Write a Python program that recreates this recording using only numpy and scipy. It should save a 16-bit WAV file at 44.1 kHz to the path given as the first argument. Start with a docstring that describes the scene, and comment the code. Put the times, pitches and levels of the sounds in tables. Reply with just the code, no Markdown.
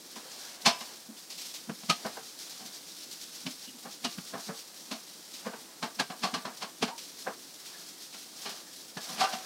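"""Washing a pan in the sink

A tap runs while a big round pan is scrubbed with a sponge, rinsed and turned over. The stream hisses,
and its many tiny drops spatter on the metal. The pan knocks against the basin, which thumps while the
pan clanks and rings, and at last it is set down on a pot. One microphone stands a little way off in a
small, well damped kitchen."""
import sys
import numpy as np
from scipy import signal
from scipy.fft import rfft, irfft, next_fast_len
from scipy.io import wavfile

SR = 44100
rng = np.random.default_rng(int(sys.argv[2]) if len(sys.argv) > 2 else 0)


def to_wav(sig):
    """Store sig (one row per channel, or 1-D mono) as 16-bit WAV at the path in sys.argv[1].

    Samples outside -1..1 are clipped; the rate is SR.
    """
    pcm = np.clip(np.atleast_2d(sig), -1, 1) * 32767
    pcm = np.round(pcm).astype(np.int16)
    wavfile.write(sys.argv[1], SR, pcm.T)  # frames by channels


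N = 416744
TIME = np.arange(N) / SR

# Levels are relative, and t60 is the time a sound takes to fade by 60 dB.
# Tone colours, or how strong each frequency is in a noise: f/Hz, level/dB
JET_COLOUR = [(2500, -17), (4500, -4.5), (6500, -3), (9000, -2.5), (11500, -10.5), (13500, -7.5),
              (15500, -10)]   # water leaving the tap
SPRAY_COLOUR = [(1180, -11.5), (2000, -8), (2890, -7), (3150, -2.5), (3580, -0.5), (4320, 2), (5590, 2.5),
                (7290, -4.5), (13600, -10), (15500, -19)]   # fine spray where it lands
PATTER_COLOUR = [(280, -12), (400, 2), (520, 0), (700, 3.5), (1000, 0.5), (1600, -1), (2200, -4),
                 (3200, -4)]   # drops on the pan
DRUMMING_COLOUR = [(30, -53), (65, -20), (100, -16), (140, -6.5), (185, -0.5), (240, 1), (300, 4.5),
                   (380, -1.5), (550, -6.5)]   # the stream on the basin
SPLASH_COLOUR = [(400, -9), (900, -8.5), (1500, -13), (2500, -1), (3500, 1), (5000, 4), (7000, -1),
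                 (10000, -8.5), (15500, -13)]   # a sheet of water slapping down
SPONGE_COLOUR = [(1200, -13), (2000, -8.5), (2900, -4), (3500, -1), (4400, 3.5), (5600, 3), (7300, -3.5),
                 (13600, -13), (15500, -14)]   # the swish of the sponge
THUMP_COLOUR = [(30, -52), (62, -54), (100, -42), (140, -16), (185, 2.5), (240, 3.5), (300, -12.5),
                (400, -25)]   # the struck basin
CLANK_COLOUR = [(250, -33), (340, -7), (450, -2.5), (540, -5), (640, 5.5), (780, 5), (880, 2), (1140, 4),
                (1400, -0.5), (1630, 1), (1900, -6), (2400, -9), (4000, -27)]   # the struck body of the pan
CLASH_COLOUR = [(1400, -15), (2200, -0.5), (3000, 2.5), (3600, 0.5), (4400, 2), (5500, 0), (7000, -8),
                (10000, -14.5), (15500, -29.5)]   # its struck rim

# Modes, the notes a thing rings with when struck: f/Hz, level/dB, t60/s
PAN_MODES = [(694, -5, 0.25), (829, -3, 0.14), (1071, 0, 0.14), (1174, -9.5, 0.42), (1631, -20, 0.28),
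             (1863, -14, 0.2), (2369, -18, 0.33), (2632, -19, 0.32), (2891, -11, 0.2), (3155, -13, 0.17),
             (3822, -18, 0.29), (4240, -1, 0.13), (4385, -4, 0.16), (4656, -11, 0.2), (5184, -16, 0.33),
             (5599, -10, 0.13), (8032, -29, 0.27)]
POT_MODES = [(754, 0, 0.3), (1007, -11, 0.28), (1195, 0, 0.15), (1346, -13, 0.37), (1534, -15, 0.34),
             (1879, -25, 0.42), (2186, -11, 0.15), (2783, -14, 0.18), (4393, -15, 0.18)]
BASIN_FLOOR_MODES = [(148.3, -14, 0.13), (181, -5, .1), (233.1, 5, 0.1), (252, 7, 0.021)]
SINK_AIR_MODES = [(400, -1.5, 0.13), (450.4, -6, 0.21), (519.5, 1.5, 0.1)]
SINK_WALL_MODES = [(220, -6.5, 0.15), (253.3, -3, 0.12), (294, -12, 0.14)]

# the spray's hiss, following the slow tilting of the pan: t/s, level/dB
SPRAY_LEVELS = [(0, -51), (0.25, -50), (0.6, -55.5), (0.84, -47), (1.08, -56), (1.27, -55), (1.45, -46),
                (1.65, -52), (2.0, -48), (2.85, -50.5), (3.5, -48.5), (3.8, -51.5), (4.7, -50.5),
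                (6.9, -55), (7.1, -51), (8.55, -50), (8.94, -54), (9.1, -46)]
# times when the stream falls square on the pan: start/s, end/s, gain/dB
UNDER_THE_TAP = [(0.18, 0.954, 6), (1.975, 2.22, 6.5), (2.4, 2.853, 1), (5.362, 5.75, 2.5), (7.64, 7.85, 3),
                 (8.38, 8.62, 5.5), (9.008, 9.5, 9.5)]
# sheets of water thrown off the tilting pan: t/s, level/dB, t60/s
SPLASHES = [(0.155, -28.5, 0.14), (1.1648, -33.5, 0.14), (1.3, -28.5, 0.26), (1.375, -31, 0.5),
            (1.5379, -26.5, 0.2), (2.507, -32, 0.3), (5.3333, -29.5, 0.36), (6.977, -26.5, 0.16),
            (7.654, -30.5, 0.3), (8.125, -32, 0.25), (8.4894, -27, 0.21)]
# a wet hand rubbing the pan: t/s, half length/s, f/Hz, level/dB
HAND_RUBS = [(0.465, 0.058, 1640, -60), (3.687, 0.021, 2900, -51), (7.756, 0.018, 1730, -55),
             (8.687, 0.031, 1720, -62)]
# the middle of each sponge stroke: t/s, level/dB
SPONGE_STROKES = [(0.335, -45.5), (0.41, -44.5), (0.49, -48), (0.545, -49.5), (0.876, -49), (0.94, -50),
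                  (1.245, -55), (1.47, -55), (2.05, -50), (2.14, -48.5), (2.285, -50.5), (2.425, -46),
                  (2.59, -50), (2.67, -50), (2.755, -46), (2.895, -47), (3.03, -48), (3.13, -45),
                  (3.225, -47.5), (3.355, -47), (3.41, -48), (3.515, -48), (3.635, -46.5), (3.925, -46.5),
                  (4.13, -44.5), (4.295, -47), (4.455, -44), (4.595, -45.5), (4.79, -55), (7.04, -45),
                  (7.195, -70), (7.5, -53), (7.8, -53), (7.86, -51), (8.04, -46.5), (8.22, -49),
                  (8.375, -47.5), (8.44, -48), (8.57, -46.5), (8.8, -49.5), (9.04, -43.5), (9.14, -49)]
# soft bumps against the thin side wall of the sink: t/s, level/dB
WALL_BUMPS = [(0.16, -53.5), (1.086, -45.5), (3.464, -41), (3.674, -51), (3.74, -53), (4.912, -41.5)]
# the pan bounces clear and sings one note: t/s, level/dB, f/Hz, t60/s
TINGS = [(0.662, -35.5, 1006, 0.36), (1.899, -28.5, 1254, 0.11), (6.245, -39, 751, 0.28),
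         (6.911, -44, 955, 0.2), (9.215, -31, 797, 0.25)]
# blows: t/s, level/dB, basin offset/dB, rim offset/dB, base t60/s, base rise time/s, struck note f/Hz
PAN_ON_BASIN = [(0.162, -44, -15, -10, 0.23, .024, 1014), (0.659, -21.5, -10.5, 4.5, 0.22, .032, 682),
                (0.81, -44.5, -13, 4, 0.19, .05, 776), (1.694, -38, 2.5, -8.5, 0.11, 0.027, 455),
                (1.832, -49, -4, -1, 0.11, .032, 736), (1.897, -26.5, -6, 4.5, .13, .031, 4370),
                (2.05, -30.5, -9, -17, 0.16, 0.025, 645), (2.17, -39, -24, -18, .16, 0.033, 790),
                (2.599, -49, -8.5, -3, 0.6, .031, 762), (3.464, -41.5, -1.5, 7, 0.11, 0.033, 633),
                (3.856, -41, -8.5, -14, 0.18, .068, 810), (4.046, -31.5, -8, 2.5, .14, 0.038, 2960),
                (4.182, -46, -2, 1.5, .09, .014, 1450), (4.337, -33.5, -11.5, -16, 0.28, 0.045, 684),
                (4.491, -36.5, -9, -19, .21, 0.063, 569), (4.912, -36, -17, 1, .2, .025, 642),
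                (5.464, -33, -10, -13, 0.22, 0.089, 514), (5.534, -39.5, -16, -13, .16, 0.058, 923),
                (5.826, -31.5, -11.5, -2, .22, 0.027, 885), (5.997, -25.5, -16, -1.5, 0.11, 0.036, 1650),
                (6.099, -37, -13, -5.5, 0.21, 0.021, 740), (6.235, -27, -11.5, -1.5, 0.24, .054, 1147),
                (6.338, -29.5, -12, -1.5, 0.23, 0.016, 1145), (6.451, -34, -11.5, -6, 0.26, 0.026, 983),
                (6.624, -33.5, -17, -2, 0.19, 0.068, 1107), (6.825, -26, -7, -1.5, 0.15, 0.039, 444),
                (6.879, -37.5, -18, -2.5, 0.21, 0.062, 775), (7.268, -29, -22, -20, 0.19, 0.032, 776),
                (8.144, -49, -16, 2, 0.13, 0.093, 1410), (8.457, -39, -18, 2.5, 0.37, 0.039, 408),
                (8.969, -36, -11.5, -3.5, 0.11, 0.012, 1750)]
PAN_ON_POT = [(9.094, -45.5, -10, -2, 0.61, .06, 1046), (9.209, -26, -26, -1, 0.22, 0.14, 1184),
              (9.237, -28.5, -38, -3, 0.24, .087, 770), (9.333, -35, -13.5, 0, 0.17, 0.073, 704)]


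def from_db(db):
    """Turn decibels into a factor to multiply by."""
    return 10 ** (np.asarray(db) / 20)


def rms_one(x):
    """Scale a signal so that its average strength (rms) is 1."""
    return x / np.sqrt(np.mean(x ** 2) + 1e-20)


def fade(age, t60):
    """Stay at 1 until age 0, then fall by 60 dB every t60 seconds."""
    return np.exp(-np.log(1000) * np.maximum(age, 0) / t60)


def swell(middle, half_length):
    """A smooth rise and fall of height 1."""
    return np.exp(-np.minimum(((TIME - middle) / half_length) ** 2, 100))


def colour(x, spectrum):
    """Give a noise a tone colour; beyond the table's ends it drops 30 dB an octave."""
    hz, db = np.transpose(spectrum)
    size = next_fast_len(len(x))
    octave = np.log2(np.maximum(np.arange(size // 2 + 1) * SR / size, 1))
    outside = np.abs(octave - np.clip(octave, np.log2(hz[0]), np.log2(hz[-1])))
    gain = from_db(np.interp(octave, np.log2(hz), db) - 30 * outside)
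    return rms_one(irfft(rfft(x, size) * gain, size)[:len(x)])


def drift(per_s):
    """A random wander that turns about per_s times a second."""
    points = rng.standard_normal(4000)
    return rms_one(np.interp(TIME * per_s, np.arange(len(points)), points))


def ring(clicks, hz, t60):
    """Each click starts a fading tone as strong as itself."""
    decay = fade(1 / SR, t60)
    step = 2 * np.pi * hz / SR
    return signal.lfilter([0, np.sin(step)], [1, -2 * decay * np.cos(step), decay ** 2], clicks + 1e-18)


def drops(per_s, spread_db):
    """Drops land as clicks at random moments: many small, a few large."""
    sizes = from_db(spread_db * np.minimum(rng.exponential(1, N), 4))
    return sizes * rng.choice([-1, 1], N) * (rng.random(N) < per_s / SR)


def level_onset(x, age):
    """Scale a blow to rms 1 over its first 25 ms."""
    onset = x[(age > 0) & (age < 0.025)]
    return x / np.sqrt(np.mean(onset ** 2) + 1e-20)


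def free_ring(modes, age, rise_s, chance_db):
    """A struck thing rings on; each blow gives each mode a different strength."""
    hz, db, t60 = np.transpose(modes)[:, :, None]
    since = np.maximum(age, 0)
    strength = from_db(db + chance_db * rng.standard_normal(hz.shape))
    phase = 2 * np.pi * (hz * since + rng.random(hz.shape))
    tones = strength * np.sin(phase) * fade(age, t60)
    return level_onset(tones.sum(axis=0) * (1 - np.exp(-since / rise_s)), age)


def add_at(track, t, sound):
    """Mix a sound into the track, starting at t seconds."""
    start = round(t * SR)
    track[start:start + len(sound)] += sound[:N - start]


def kitchen(x, echo_db, t60):
    """Add a short, dull echo from tiles and cupboards."""
    age = TIME[:SR // 2]
    echo = rng.standard_normal(len(age)) * fade(age, t60) * (age > 0.004)
    echo = signal.sosfilt(signal.butter(1, 5000, fs=SR, output="sos"), echo)
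    return x + from_db(echo_db) * signal.fftconvolve(x, echo / np.linalg.norm(echo))[:N]


def surges(per_s, drain_s):
    """The stream breaks unevenly over the pan: sudden jumps in level that drain away."""
    slaps = rng.random(N) < per_s / SR
    level = signal.lfilter([1], [1, -np.exp(-1 / (drain_s * SR))], slaps)
    return rms_one(level - level.mean())


def drumming():
    """The stream drums on the basin with a low, wavering rumble."""
    return from_db(-61 + drift(per_s=6.8)) * colour(drops(per_s=1500, spread_db=1.5), DRUMMING_COLOUR)


def jet(surge):
    """The jet from the tap gives a high, almost steady hiss."""
    return from_db(-55.5 + 0.47 * surge) * colour(rng.standard_normal(N), JET_COLOUR)


def bubbles(cycles=60, sizes=18):
    """Trapped air rings briefly, each bubble at the pitch of its size."""
    births = drops(per_s=350, spread_db=2.5)
    size = rng.integers(0, sizes, N)
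    pitches_hz = np.geomspace(514, 2650, sizes)
    return rms_one(sum(ring(births * (size == k), hz, cycles / hz) for k, hz in enumerate(pitches_hz)))


def patter(surge, swing_s=0.02):
    """Drops and bubbles patter on the pan, louder when it swings into the stream."""
    pattering = colour(drops(per_s=4500, spread_db=2), PATTER_COLOUR) + from_db(-9) * bubbles()
    boost_db = sum(db * (np.tanh((TIME - start) / swing_s) - np.tanh((TIME - end) / swing_s)) / 2
                   for start, end, db in UNDER_THE_TAP)
    return from_db(-61 + boost_db + 0.27 * surge) * pattering


def spray(surge):
    """Where the stream lands, countless droplets blur into a hiss."""
    level_db = np.interp(TIME, *np.transpose(SPRAY_LEVELS)) + 2.1 * surge
    return from_db(level_db) * colour(drops(per_s=24000, spread_db=2.5), SPRAY_COLOUR)


def splashes(rise_s=0.0034):
    """Each sheet of thrown water lands at once and drains away."""
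    gain = np.zeros(N)
    for t, level_db, t60 in SPLASHES:
        age = np.maximum(TIME - t, 0)
        gain += from_db(level_db - 11) * (1 - np.exp(-age / rise_s)) * fade(age, t60)
    return gain * colour(drops(per_s=14000, spread_db=3.2), SPLASH_COLOUR)


def hand_rubs(width_hz=130):
    """Skin sticks and slips on wet metal: a faint, hoarse note."""
    out = np.zeros(N)
    t60 = np.log(1000) / (np.pi * width_hz)
    for t, half_length, hz, level_db in HAND_RUBS:
        slips = rms_one(ring(rng.standard_normal(N), hz, t60))
        out += from_db(level_db) * slips * swell(t, half_length)
    return out


def sponge(surge, half_stroke_s=0.038):
    """Each stroke squeezes a swish of fine droplets across the pan."""
    power = sum((from_db(db) * swell(t, half_stroke_s)) ** 2 for t, db in SPONGE_STROKES)
    swish = colour(drops(per_s=20000, spread_db=3.5), SPONGE_COLOUR)
    return np.sqrt(power) * from_db(0.86 * surge) * swish


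def water():
    """All the wet sounds together; all but the jet echo in the kitchen."""
    surge = surges(per_s=70, drain_s=0.017)
    stream = spray(surge) + patter(surge) + drumming()
    hiss = jet(surge)
    washing = sponge(surge) + splashes() + hand_rubs()
    return kitchen(stream + washing, echo_db=-16, t60=0.39) + hiss


def wall_bumps():
    """A soft bump sets only the low modes of the sink wall ringing."""
    out = np.zeros(N)
    for t, level_db in WALL_BUMPS:
        boom = free_ring(SINK_WALL_MODES, TIME[:SR // 3], rise_s=0.01, chance_db=3.5)
        add_at(out, t, from_db(level_db) * boom)
    return out


def tings(split=0.0413):
    """The freed pan sings one note, which the handle splits into two close tones that throb."""
    out = np.zeros(N)
    for t, level_db, hz, t60 in TINGS:
        pair = [(hz, 0, t60), (hz * (1 - split), -4, t60)]
        ting = free_ring(pair, TIME[:SR // 2], rise_s=0.0023, chance_db=-3)
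        add_at(out, t, from_db(level_db) * ting)
    return out


def burst(spectrum, age, rise_s, t60, tail_db, tail_t60):
    """The noise of a blow swells quickly to its peak; most dies at once, a little lingers."""
    shape = fade(-age, rise_s) * (fade(age, t60) + from_db(tail_db) * fade(age, tail_t60))
    return level_onset(shape * colour(rng.standard_normal(len(age)), spectrum), age)


def blows(table, modes, thump_db, air_db, clank_db, clash_db, ring_db, note_db, note_hold):
    """Every blow shakes the basin, the pan's body and its rim, and leaves the metal ringing."""
    out = np.zeros(N)
    age = TIME[:SR * 2 // 5] - 0.05   # start early to leave room for the swell
    for t, level_db, basin_db, rim_db, t60, rise_s, note_hz in table:
        # the heavy basin answers a little later than the pan
        thump = burst(THUMP_COLOUR, age - 0.007, rise_s * 0.77 + 0.023, t60 * 0.64,
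                      tail_db=-33, tail_t60=0.2)
        clank = burst(CLANK_COLOUR, age - 0.003, rise_s * 0.9, t60, tail_db=-37, tail_t60=0.52)
        clash = burst(CLASH_COLOUR, age - 0.003, rise_s * 0.9, t60 * 0.71, tail_db=-17.5, tail_t60=0.38)
        floor = free_ring(BASIN_FLOOR_MODES, age, rise_s=0.014, chance_db=7.5)
        air = free_ring(SINK_AIR_MODES, age, rise_s=0.0038, chance_db=4.5)
        metal = free_ring(modes, age, rise_s=0.0037, chance_db=4.5)
        # the struck spot favours one note; the handle splits it in two
        pair = [(note_hz, 0, t60 * note_hold), (note_hz * 0.96, -8, 0.2)]
        note = free_ring(pair, age, rise_s=0.00082, chance_db=0.5)
        lift_db = 0.17 * max(-31 - (level_db + basin_db), 0)   # light thumps are raised a little
        looseness = min(t60 / 0.22, 1) ** 2.05   # a firm grip (short t60) chokes the ring
        blow = (from_db(basin_db + thump_db + lift_db - 1.5) * thump
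                + from_db(clank_db) * clank
                + from_db(rim_db + clash_db) * clash
                + from_db(basin_db + thump_db - 3.5) * floor
                + from_db(air_db - 0.52 * rim_db) * air   # a flat blow pumps more air than a rim blow
                + from_db(ring_db + 0.99 * rim_db) * looseness * metal
                + from_db(note_db) * note)
        add_at(out, t + age[0], from_db(level_db) * blow)
    return out


def scene():
    """Water and metal reach one microphone, alike in both channels."""
    knocks = blows(PAN_ON_BASIN, PAN_MODES, thump_db=-0.5, air_db=-20, clank_db=-6.5, clash_db=-4.5,
                   ring_db=-8.5, note_db=-10, note_hold=0.74)
    set_down = blows(PAN_ON_POT, POT_MODES, thump_db=4, air_db=-32, clank_db=-7.5, clash_db=-4.5,
                     ring_db=-1, note_db=-9, note_hold=0.99)
    return np.tile(water() + wall_bumps() + tings() + knocks + set_down, (2, 1))


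def record(dry):
    """The small microphone loses the deep bass; the highest treble is cut steeply."""
    bass_cut = signal.butter(2, 45, "high", fs=SR, output="sos")
    treble_cut = signal.ellip(12, 0.1, 70, 15800, fs=SR, output="sos")
    return signal.sosfilt(treble_cut, signal.sosfilt(bass_cut, dry))


dry = scene()
out = record(dry)
to_wav(out)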